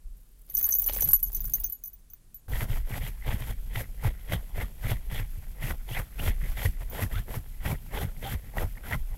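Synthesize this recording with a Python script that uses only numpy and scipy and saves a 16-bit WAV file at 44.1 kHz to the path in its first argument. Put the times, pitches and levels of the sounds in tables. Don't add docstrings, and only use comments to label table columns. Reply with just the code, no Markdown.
import sys
import numpy as np
from scipy.fft import rfft, irfft, next_fast_len
from scipy.io import wavfile
from scipy.ndimage import uniform_filter1d, map_coordinates

SR = 44100
rng = np.random.default_rng(int(sys.argv[2]) if len(sys.argv) > 2 else 0)


def file_out(sig):
    cols = np.atleast_2d(sig).T
    lim = np.clip(cols, -1, 1)
    pcm = np.round(lim * 32767).astype(np.int16)
    wavfile.write(sys.argv[1], SR, pcm)


N = 404397

# (frequency [Hz], relative density [dB per Hz])
FLOOR_SPECTRUM = [(41, -29.5), (70, -4.5), (155, -7), (307, -15.5), (853, -25), (1850, -26.5), (1980, -28),
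                  (5500, -28.5), (11400, -22.5), (16000, -35)]
SWAY_SPECTRUM = [(8, -18), (16, -3), (28, 0), (45, -3), (70, -22)]
MATTRESS_SPECTRUM = [(35, -30.5), (55, 4), (80, 0.5), (130, -2), (180, -8), (260, -14.5), (400, -27)]
RUSTLE_SPECTRUM = [(150, -10), (350, 4.5), (700, -4), (1500, -12.5), (2500, -11), (3200, -9), (5000, -8.5),
                   (7000, -28)]
CRACK_SPECTRUM = [(800, -42), (3000, -31), (5000, -21.5), (8000, -10), (10000, -3), (12000, 3), (14000, 2),
                  (16500, -8.5)]
HISS_SPECTRUM = [(2240, -6), (3800, -11), (6150, -11.5), (8560, -10), (10300, -8.5), (11000, -2),
                 (12100, 0.5), (15000, -10.5), (16000, -10.5)]
# (time [s], level [dB])
BED_SWAY = [(0.0, -47), (0.07, -37), (0.3, -50), (0.92, -32), (1.66, -34), (1.81, -48.5), (2.4, -55),
            (2.55, -28), (3.98, -32.5), (4.52, -37), (4.54, -30.5), (6.0, -34), (6.05, -43.5),
            (6.31, -22.5), (6.33, -30.5), (7.12, -32.5), (7.3, -36.5), (8.91, -36), (8.96, -30.5),
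            (9.17, -34.5)]
# (time [s], loose rattle of the tag rings [dB], mattress [dB])
SHAKE = [(0.0, -84, -79), (0.2, -68, -59), (0.3, -77, -81), (0.47, -67.5, -69), (0.57, -52, -45),
         (0.68, -52.5, -57), (0.79, -55.5, -52), (0.97, -42, -47), (1.08, -45.5, -36), (1.17, -59, -54),
         (1.49, -54, -45.5), (1.67, -57.5, -56), (1.83, -76, -76), (2.1, -87, -62.5), (2.47, -79, -61)]
# (time [s], level [dB], pitch [Hz])
KNOCKS = [(0.612, -45, 1530), (0.682, -42.5, 1660), (0.754, -37.5, 490), (0.827, -42, 791),
          (0.887, -30.5, 3010), (0.896, -24, 600), (0.965, -30.5, 527), (1.003, -39.5, 2280),
          (1.027, -34, 501), (1.061, -43, 615), (1.075, -44, 1500), (1.107, -39, 1100), (1.089, -35, 800),
          (1.132, -26.5, 1176), (1.641, -55, 1400), (2.134, -57.5, 1423)]
# (time [s], crack [dB], low tag [dB], middle tag [dB], high tag [dB])
TAG_CONTACTS = [(0.4986, -43, -54, -39, -48), (0.541, -43, -61, -34, -34), (0.5503, -43, -41, -27, -37),
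                (0.5696, -27, -29, -29, -27), (0.5777, -38, -44, -35, -24), (0.5883, -18, -49, -28, -35),
                (0.5951, -24, -50, -29, -25), (0.6115, -33, -43, -29, -32), (0.6286, -40, -47, -24, -28),
                (0.6422, -42, -38, -18, -24), (0.6657, -27, -57, -28, -37), (0.6898, -32, -65, -22, -26),
                (0.6956, -29, -49, -29, -35), (0.7071, -33, -45, -22, -28), (0.7236, -24, -29, -29, -29),
                (0.7377, -34, -40, -24, -28), (0.7515, -22, -40, -18, -22), (0.786, -31, -51, -29, -22),
                (0.796, -25, -44, -28, -19), (0.8198, -24, -54, -29, -33), (0.8405, -27, -42, -31, -30),
                (0.8627, -25, -52, -27, -19), (0.871, -36, -48, -21, -34), (0.8887, -28, -49, -32, -33),
                (0.8975, -33, -52, -33, -37), (0.9344, -20, -42, -36, -29), (0.9466, -20, -43, -39, -34),
                (0.9525, -28, -52, -32, -38), (0.971, -32, -51, -32, -22), (1.0073, -23, -42, -22, -32),
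                (1.0167, -26, -42, -43, -43), (1.0211, -19, -30.5, -20, -33), (1.0277, -27, -39, -19, -26),
                (1.0453, -32, -46, -26, -28), (1.0744, -32, -48, -35, -37), (1.0879, -36, -50, -16, -31),
                (1.1128, -20, -61, -35, -38), (1.1324, -19, -49, -9, -29), (1.1661, -43, -52, -34, -36),
                (1.1971, -35, -59, -41, -49), (1.2277, -35, -49, -21, -36), (1.2694, -35.5, -49, -38, -39),
                (1.3192, -35, -61, -49, -44), (1.3302, -29, -61, -33, -37), (1.3472, -31, -43, -31.5, -27),
                (1.3661, -43, -53, -34, -33.5), (1.3707, -26, -49, -37, -40), (1.4046, -34, -50, -34, -30),
                (1.4425, -39, -67, -34, -47), (1.4539, -30, -50, -35, -27), (1.4958, -39, -64, -38, -38),
                (1.5367, -36, -34, -22, -20), (1.5527, -26, -46, -28, -25), (1.6006, -38, -61, -48, -30),
                (1.6373, -25, -62, -43, -43), (1.642, -28, -31, -37, -19), (1.663, -38, -42, -39.5, -30),
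                (1.6987, -44, -62, -38, -38), (1.7229, -30, -61, -31, -34), (1.8378, -40, -48, -42, -36),
                (1.8513, -41, -53, -49, -42), (1.8578, -36, -54, -37, -36), (1.8745, -49, -62, -39, -43),
                (1.932, -48, -64, -51, -40), (1.9888, -55, -74, -72, -65), (2.1004, -49, -61, -53, -46),
                (2.1349, -53, -61, -55, -42.5), (2.3441, -32, -66, -38, -39), (2.4949, -47, -66, -47, -46),
                (6.8993, -37.5, -66, -45, -44)]
# (frequency [Hz], level [dB], twin frequency [Hz], least twin level [dB], decay by 60 dB [s])
TAG_MODES = [
    [(6350, 0, 6050, -9, 0.06)],
    [(11866, -0.5, 11760, -18, 0.1), (7080, -34, 6720, 2, 0.45)],
    [(14760, -1.2, 14770, 4.5, 0.061)],
]
# (time [s], level [dB])
RING_TICKS = [(6.6204, -31), (6.7107, -31), (6.727, -45), (7.07, -36), (7.0828, -42), (8.095, -45)]
# (start [s], length [s], lower rasp [dB], hiss [dB], upper rasp against lower [dB],
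# swell over the stroke [dB], landing thump [dB], push-off after the start [ms], push-off thump [dB],
# push-off pitch [Hz])
STROKES = [(2.483, 0.008, -52.5, -54.5, -13, -2, -51, 5.6, -31.5, 87.5),
           (2.52, 0.11, -42, -45.5, 0, 5, -26.5, 106, -26, 116),
           (2.697, 0.077, -46.5, -48, 3, -0.5, -27, 82, -29.5, 100.5),
           (2.9, 0.077, -43, -46.5, 0.5, 5.5, -27, 112, -24.5, 75),
           (3.025, 0.057, -47.5, -47.5, 6, -0.5, -26.5, 33, -31, 117),
           (3.269, 0.067, -40.5, -47, 4, 5, -25, 67, -22, 98),
           (3.4, 0.11, -47.5, -49.5, 3.5, 2.5, -31, 108, -26, 97),
           (3.753, 0.057, -44, -44, 4, -1, -27, 23, -27.5, 109),
           (4.039, 0.034, -40, -45.5, 2.5, 3, -24, 19.2, -15.5, 105.3),
           (4.305, 0.028, -37, -43.5, 2.5, 8, -28, 33, -20, 108.5),
           (4.571, 0.053, -42, -47.5, 3, 4.5, -21, 42, -30, 80),
           (4.841, 0.078, -39, -44.5, 3.5, 3.5, -22.5, 77, -19.5, 111),
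           (5.114, 0.088, -44.5, -48.5, 4.5, 6.5, -26.5, 97, -26, 96),
           (5.375, 0.017, -73, -64, -10, -10, -47, 9.3, -28.5, 77),
           (5.628, 0.081, -42, -44, 3, 3, -32, 82, -21.5, 68),
           (5.9, 0.094, -44, -45.5, 3, 5.5, -27.5, 98, -26, 116),
           (6.193, 0.096, -41, -44, 4, 5.5, -37, 84, -17, 76.5),
           (6.42, 0.1, -51, -51.5, 3, 2, -31.5, 70, -32, 71.6),
           (6.575, 0.083, -42, -43, 4, 6, -55, 86, -13.5, 83),
           (6.802, 0.027, -52.5, -55, 2.5, 1, -40, 40, -33, 69.5),
           (6.937, 0.096, -38, -43, 0.5, 5.5, -47, 90, -18, 91.9),
           (7.127, 0.066, -47, -48.5, 4.5, -2, -41, 39, -22.5, 92.5),
           (7.291, 0.072, -45, -47.5, -0.5, 5, -34, 79, -29, 137.5),
           (7.651, 0.068, -38.5, -43.5, 1, 1, -28.5, 80, -24, 75.5),
           (7.863, 0.0064, -58.5, -59, 1, 2.5, -44, 12, -42, 149),
           (7.944, 0.089, -38.5, -45, 0.5, 3.5, -35, 108, -24, 91),
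           (8.176, 0.0065, -56.5, -62, 0, -5, -47, 2, -50, 74.6),
           (8.231, 0.099, -43, -46, 3.5, 5, -34, 119, -21.5, 77.4),
           (8.445, 0.021, -55, -60, -2, 4, -48, 41, -41, 56.4),
           (8.57, 0.061, -39, -46, -1, 1.5, -30, 75, -23, 93),
           (8.76, 0.012, -57, -63, -9, 3, -53, 16, -45, 76),
           (8.855, 0.087, -41.5, -48, 0, 4.5, -39, 98, -25.5, 124),
           (9.097, 0.064, -61, -60, -6, 0, -42, 41, -40, 73)]
# (time [s], level [dB], pitch [Hz])
SNAGS = [(2.485, -50, 750), (2.535, -25.5, 1910), (2.971, -30, 690), (3.291, -25.5, 840),
         (3.327, -28.5, 670), (3.773, -29, 850), (4.047, -21, 844), (4.294, -37, 2080), (4.321, -20.5, 634),
         (4.58, -27, 640), (5.629, -27, 2040), (5.709, -32, 1200), (6.658, -17, 1920), (7.063, -35, 1750),
         (7.664, -29, 1560), (7.715, -27, 2260), (7.862, -47, 864), (7.973, -23.5, 880), (8.166, -43, 2070),
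         (8.446, -52, 800), (8.571, -21.5, 794), (8.583, -17, 1920), (8.754, -43, 1900), (8.837, -37, 1550),
         (8.925, -18, 1890), (8.932, -16.5, 2040)]
# (centre [Hz], width of one filter pass [Hz], level [dB])
SHEET_MODES = [(472, 360, -3), (780, 515, -4.5), (1456, 580, -7), (1975, 570, -3.5), (2480, 1270, -15.5),
               (3230, 790, -11)]
# (time [s], length [s], first pitch [Hz], last pitch [Hz],
# level [dB])
ZIPS = [(5.663, 0.027, 2220, 3020, -38), (5.909, 0.058, 2350, 3500, -33.5), (6.186, 0.027, 2430, 3090, -31),
        (6.231, 0.031, 1795, 3600, -40.5), (7.125, 0.093, 1090, 1880, -37), (8.218, 0.038, 357, 796, -42),
        (8.246, 0.051, 770, 810, -27.5), (8.768, .018, 1710, 2240, -37.5)]

FLOOR_DB = -66.5
EDGE_HZ, TOP_HZ = 15800, 16774
STILL_DB = -68
RUSTLE_UNDER_RATTLE_DB = -9
SMALL_KNOCKS_PER_S, SMALL_KNOCK_DB, SMALL_KNOCK_HZ = 70, -4, 610
TICKS_PER_S, TICK_DB, TICK_SPREAD_DB = 160, 10, 12
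DIG_FROM_S = 2.48
RISE_DB_PER_S, FALL_DB_PER_S = 498, 569
LINGER_DB, LINGER_DB_PER_S = -21.5, 107
REST_RASP_DB, REST_HISS_DB, REST_MATTRESS_DB = -62, -59, -49
SAG_RASP_DB, SAG_MATTRESS_DB = -3, -6.5
SAG_HISS_DB = -1
HISS_SWELL_DB = 1.5
TOP_TILT = 1.57
SMALL_SNAGS_PER_S, SMALL_SNAG_DB, SMALL_SNAG_HZ = 60, -1, 552
MATTRESS_OVER_RASP_DB, MATTRESS_LAG_S = 8.5, 0.0089
LAND_AFTER_S, LAND_HZ, LAND_SCATTER = 0.01492, 116.8, 0.17
REBOUND_S, REBOUND_DB, REBOUND_PITCH = 0.02974, -5, 0.512


def amp(db):
    return 10 ** (np.asarray(db) / 20)


def unit(x):
    return x / np.sqrt(np.mean(x ** 2) + 1e-20)


def curves(rows):
    s, *columns = np.transpose(rows)
    return [np.interp(np.arange(N) / SR, s, c, left=-120, right=-120) for c in columns]


def wobble(rate):
    knots = rng.standard_normal(int(N * rate / SR) + 4)
    return map_coordinates(knots, [np.arange(N) * rate / SR])


def filtered(x, response):
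    m = next_fast_len(N + SR // 2)
    return irfft(rfft(x, m) * response(np.fft.rfftfreq(m, 1 / SR)), m)[:N]


def colour(points):
    f, db = np.transpose(points)
    return lambda hz: amp(np.interp(np.log(hz + 1), np.log(f + 1), db, left=-120, right=-120))


def grainy(depth_db, rate):
    return rng.standard_normal(N) * amp(depth_db * wobble(rate))


def add(track, s, sound):
    part = track[max(round(s * SR), 0):][:len(sound)]
    part += sound[:len(part)]


def jolts(rate, level_db, still_db):
    when, a, b = rng.uniform(0, 1, (round(rate * N / SR), 3)).T
    db = level_db[(when * N).astype(int)]
    return np.array([when * N / SR, db, a, b])[:, db > still_db]


def clicks(rows, t60, noisy, overtone):
    out, t = np.zeros(N), np.arange(SR // 20) / SR
    for s, db, hz in rows:
        puff = np.convolve(rng.standard_normal(len(t)), np.hanning(9) / 2, "same")
        hit = np.sin(2 * np.pi * hz * t)
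        hit += overtone * np.sin(2 * np.pi * 1.4 * hz * t)
        hit += noisy * puff * amp(-60 * t / 0.015)
        onset = 1 - np.exp(-t / 0.00032)
        add(out, s, amp(db - 2.0 - 60 * t / t60) * onset * hit)
    return out


def strokes(levels_db, rest_db, lag=0, more_swell_db=0, middle_db=0):
    start, length = np.transpose(STROKES)[:2, :, None]
    swell_db = np.transpose(STROKES)[5, :, None] + more_swell_db
    t = np.arange(0, N / SR, .002) - lag
    early = np.maximum(start - t, 0)
    late = np.maximum(t - start - length, 0)
    along = np.clip((t - start) / length, 0, 1)
    held_db = swell_db * (along - .5) + middle_db * (np.sin(np.pi * along) - .5)
    held_db = held_db - RISE_DB_PER_S * early
    release = amp(-FALL_DB_PER_S * late) + (late > 0) * amp(LINGER_DB - LINGER_DB_PER_S * late)
    each = amp(levels_db)[:, None] * amp(held_db) * release
    total = np.hypot(np.linalg.norm(each, axis=0), amp(rest_db)) * (t > DIG_FROM_S)
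    return np.interp(np.arange(N) / SR, t + lag, 20 * np.log10(total + 1e-6))


def room():
    return amp(FLOOR_DB) * unit(filtered(rng.standard_normal(N), colour(FLOOR_SPECTRUM)))


def bed():
    start, _, rasp_db, _, _, _, land_db, push_ms, push_db, push_hz = np.transpose(STROKES)
    push = start + push_ms / 1000
    dug_db = strokes(rasp_db + MATTRESS_OVER_RASP_DB, REST_MATTRESS_DB, MATTRESS_LAG_S,
                     middle_db=SAG_MATTRESS_DB)
    mattress_db = np.maximum(curves(SHAKE)[1], dug_db)
    lumps = amp(1.97 * wobble(18)) * filtered(rng.standard_normal(N), colour(MATTRESS_SPECTRUM))
    out = amp(mattress_db - 3.5) * unit(lumps)

    sway_db = curves(BED_SWAY)[0] + 0.21 * np.clip(mattress_db + 37.5, -20, 20) - 0.16
    sway = amp(2.17 * wobble(11)) * filtered(rng.standard_normal(N), colour(SWAY_SPECTRUM))
    out += amp(sway_db) * unit(sway)

    t, rise = np.arange(SR // 8) / SR, .009
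    swell = t / rise * np.exp(1 - t / rise)
    bend, *phases = rng.standard_normal((len(start), 4)).T
    land_hz = LAND_HZ * 2 ** (LAND_SCATTER * bend)
    thumps = [(start + LAND_AFTER_S, land_db, land_hz),
              (push, push_db, push_hz),
              (push + REBOUND_S, push_db + REBOUND_DB, push_hz * REBOUND_PITCH)]
    for kind, turns in zip(thumps, phases):
        for s, db, hz, phase in zip(*kind, turns):
            cycles = np.cos(2 * np.pi * hz * (t - rise) + 0.63 * phase)
            add(out, s - rise, amp(db - 2.8) * swell * cycles)
    return out


def shake():
    rattle_db = curves(SHAKE)[0]
    fur = unit(filtered(grainy(4, rate=74), colour(RUSTLE_SPECTRUM)))
    fur = amp(rattle_db + RUSTLE_UNDER_RATTLE_DB) * fur
    s, db, size, pitch = jolts(SMALL_KNOCKS_PER_S, rattle_db, STILL_DB)
    small = zip(s, db + SMALL_KNOCK_DB + 12 * size, SMALL_KNOCK_HZ * 2 ** (3.1 * pitch))
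    return fur + clicks(KNOCKS + list(small), t60=0.022, noisy=1.48, overtone=0.56)


def tags():
    rows = np.array(TAG_CONTACTS)
    t = np.arange(N) / SR
    last = np.maximum(np.searchsorted(rows[:, 0], t, "right") - 1, 0)
    age = np.maximum(t - rows[last, 0], 0)
    ring = np.zeros(N)
    for k, modes in enumerate(TAG_MODES):
        for hz, db, twin_hz, twin_db, t60 in modes:
            phase, twin_phase, tilt, grip = rng.uniform(0, 1, (len(rows), 4))[last].T
            held = age * (1 + .012 * (grip - .5))
            twin = amp(twin_db + 20 * tilt)
            pair = np.sin(2 * np.pi * (hz * held + phase))
            pair += twin * np.sin(2 * np.pi * (twin_hz * held + twin_phase))
            brush = amp(3.7 * wobble(90))
            decay = amp(rows[last, 2 + k] + db + 3.5 - 60 * age / t60)
            ring += decay * brush * pair / np.sqrt(1 + twin ** 2)
    ring *= 1 - np.exp(-age / 0.0001)

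    clink_hz = 6800 * 2 ** (1.4 * rng.uniform(0, 1, (len(rows), 2)))[last].T
    clink = np.sin(2 * np.pi * clink_hz * age).sum(axis=0)
    ring += amp(rows[last, 1] - 15.5 - 60 * age / 0.0082) * clink

    decays = amp(-60 * age / 0.0025) + amp(-4.5 - 60 * age / 0.045)
    cracks = amp(rows[last, 1] + 1.2) * decays * (age > 0)
    rattle_db = curves(SHAKE)[0]
    short = t[:SR // 50]
    for s, db, size, _ in zip(*jolts(TICKS_PER_S, rattle_db, STILL_DB)):
        add(cracks, s, amp(db + TICK_DB + TICK_SPREAD_DB * size ** 2 - 60 * short / .012))
    for s, db in RING_TICKS:
        add(cracks, s, amp(db - 60 * short / 0.0087))

    rattle = amp(rattle_db + 3.5) * unit(grainy(5.2, rate=210))
    sharp = rng.uniform(0, 1, len(rows))[last]
    dull = unit(filtered(grainy(4.5, rate=320), lambda hz: 1 / (1 + (hz / 7500) ** 6)))
    grit = sharp * unit(grainy(4.5, rate=420)) + (1 - sharp) * 0.57 * dull
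    bright = colour(CRACK_SPECTRUM)
    scale = np.std(filtered(rng.standard_normal(N), bright))
    return ring + filtered(cracks * grit + rattle, bright) / scale


def claws():
    lower, _, upper = np.transpose(STROKES)[2:5]
    lower_db = strokes(lower, REST_RASP_DB, middle_db=SAG_RASP_DB)
    upper_db = strokes(lower + upper, REST_RASP_DB)
    s, db, size, pitch = jolts(SMALL_SNAGS_PER_S, lower_db, REST_RASP_DB + 8)
    small = zip(s, db + SMALL_SNAG_DB + 12 * size ** 2, SMALL_SNAG_HZ * 2 ** (2.4 * pitch))
    out = clicks(SNAGS + list(small), t60=0.019, noisy=0.16, overtone=0.15)

    press = amp(1.6 * wobble(70) + 3 * wobble(260))
    for centre, width, db in SHEET_MODES:
        def resonance(f):
            damping = 1j * f * width
            return (damping / (centre * centre - f * f + damping)) ** 2

        band = unit(filtered(grainy(0.88, rate=400), resonance))
        rasp_db = lower_db
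        if centre > 1500:
            rasp_db = upper_db + (TOP_TILT - 1) * (centre > 2300) * (upper_db - lower_db)
        out += amp(rasp_db + db - 5.0 + 3.13 * wobble(28)) * press * band

    for s, length, first_hz, last_hz, db in ZIPS:
        n = round(length * SR)
        jitter = 1 + 0.33 * uniform_filter1d(rng.standard_normal(n), size=40)
        hz = np.linspace(first_hz, last_hz, n) * jitter
        catch = amp(14 * uniform_filter1d(rng.standard_normal(n), size=30) - 7.5)
        tone = np.sin(2 * np.pi * np.cumsum(hz) / SR)
        add(out, s, amp(db) * catch * np.sqrt(np.hanning(n)) * tone)
    return out


def swish():
    hiss_db = strokes(np.transpose(STROKES)[3], REST_HISS_DB,
                      more_swell_db=HISS_SWELL_DB, middle_db=SAG_HISS_DB)
    hiss = unit(filtered(grainy(1.27, rate=320), colour(HISS_SPECTRUM)))
    return amp(hiss_db + 1.2 * wobble(30)) * hiss


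def scene():
    return (room() + bed() + shake() + tags() + claws() + swish())[None]


def record(dry):
    held = dry[0] / (1 + np.abs(dry[0] / .38) ** 6) ** (1 / 6)
    return filtered(held, lambda hz: np.where(hz < EDGE_HZ, 1, amp(-30)) * (hz < TOP_HZ))[None]


dry = scene()
out = record(dry)
file_out(out)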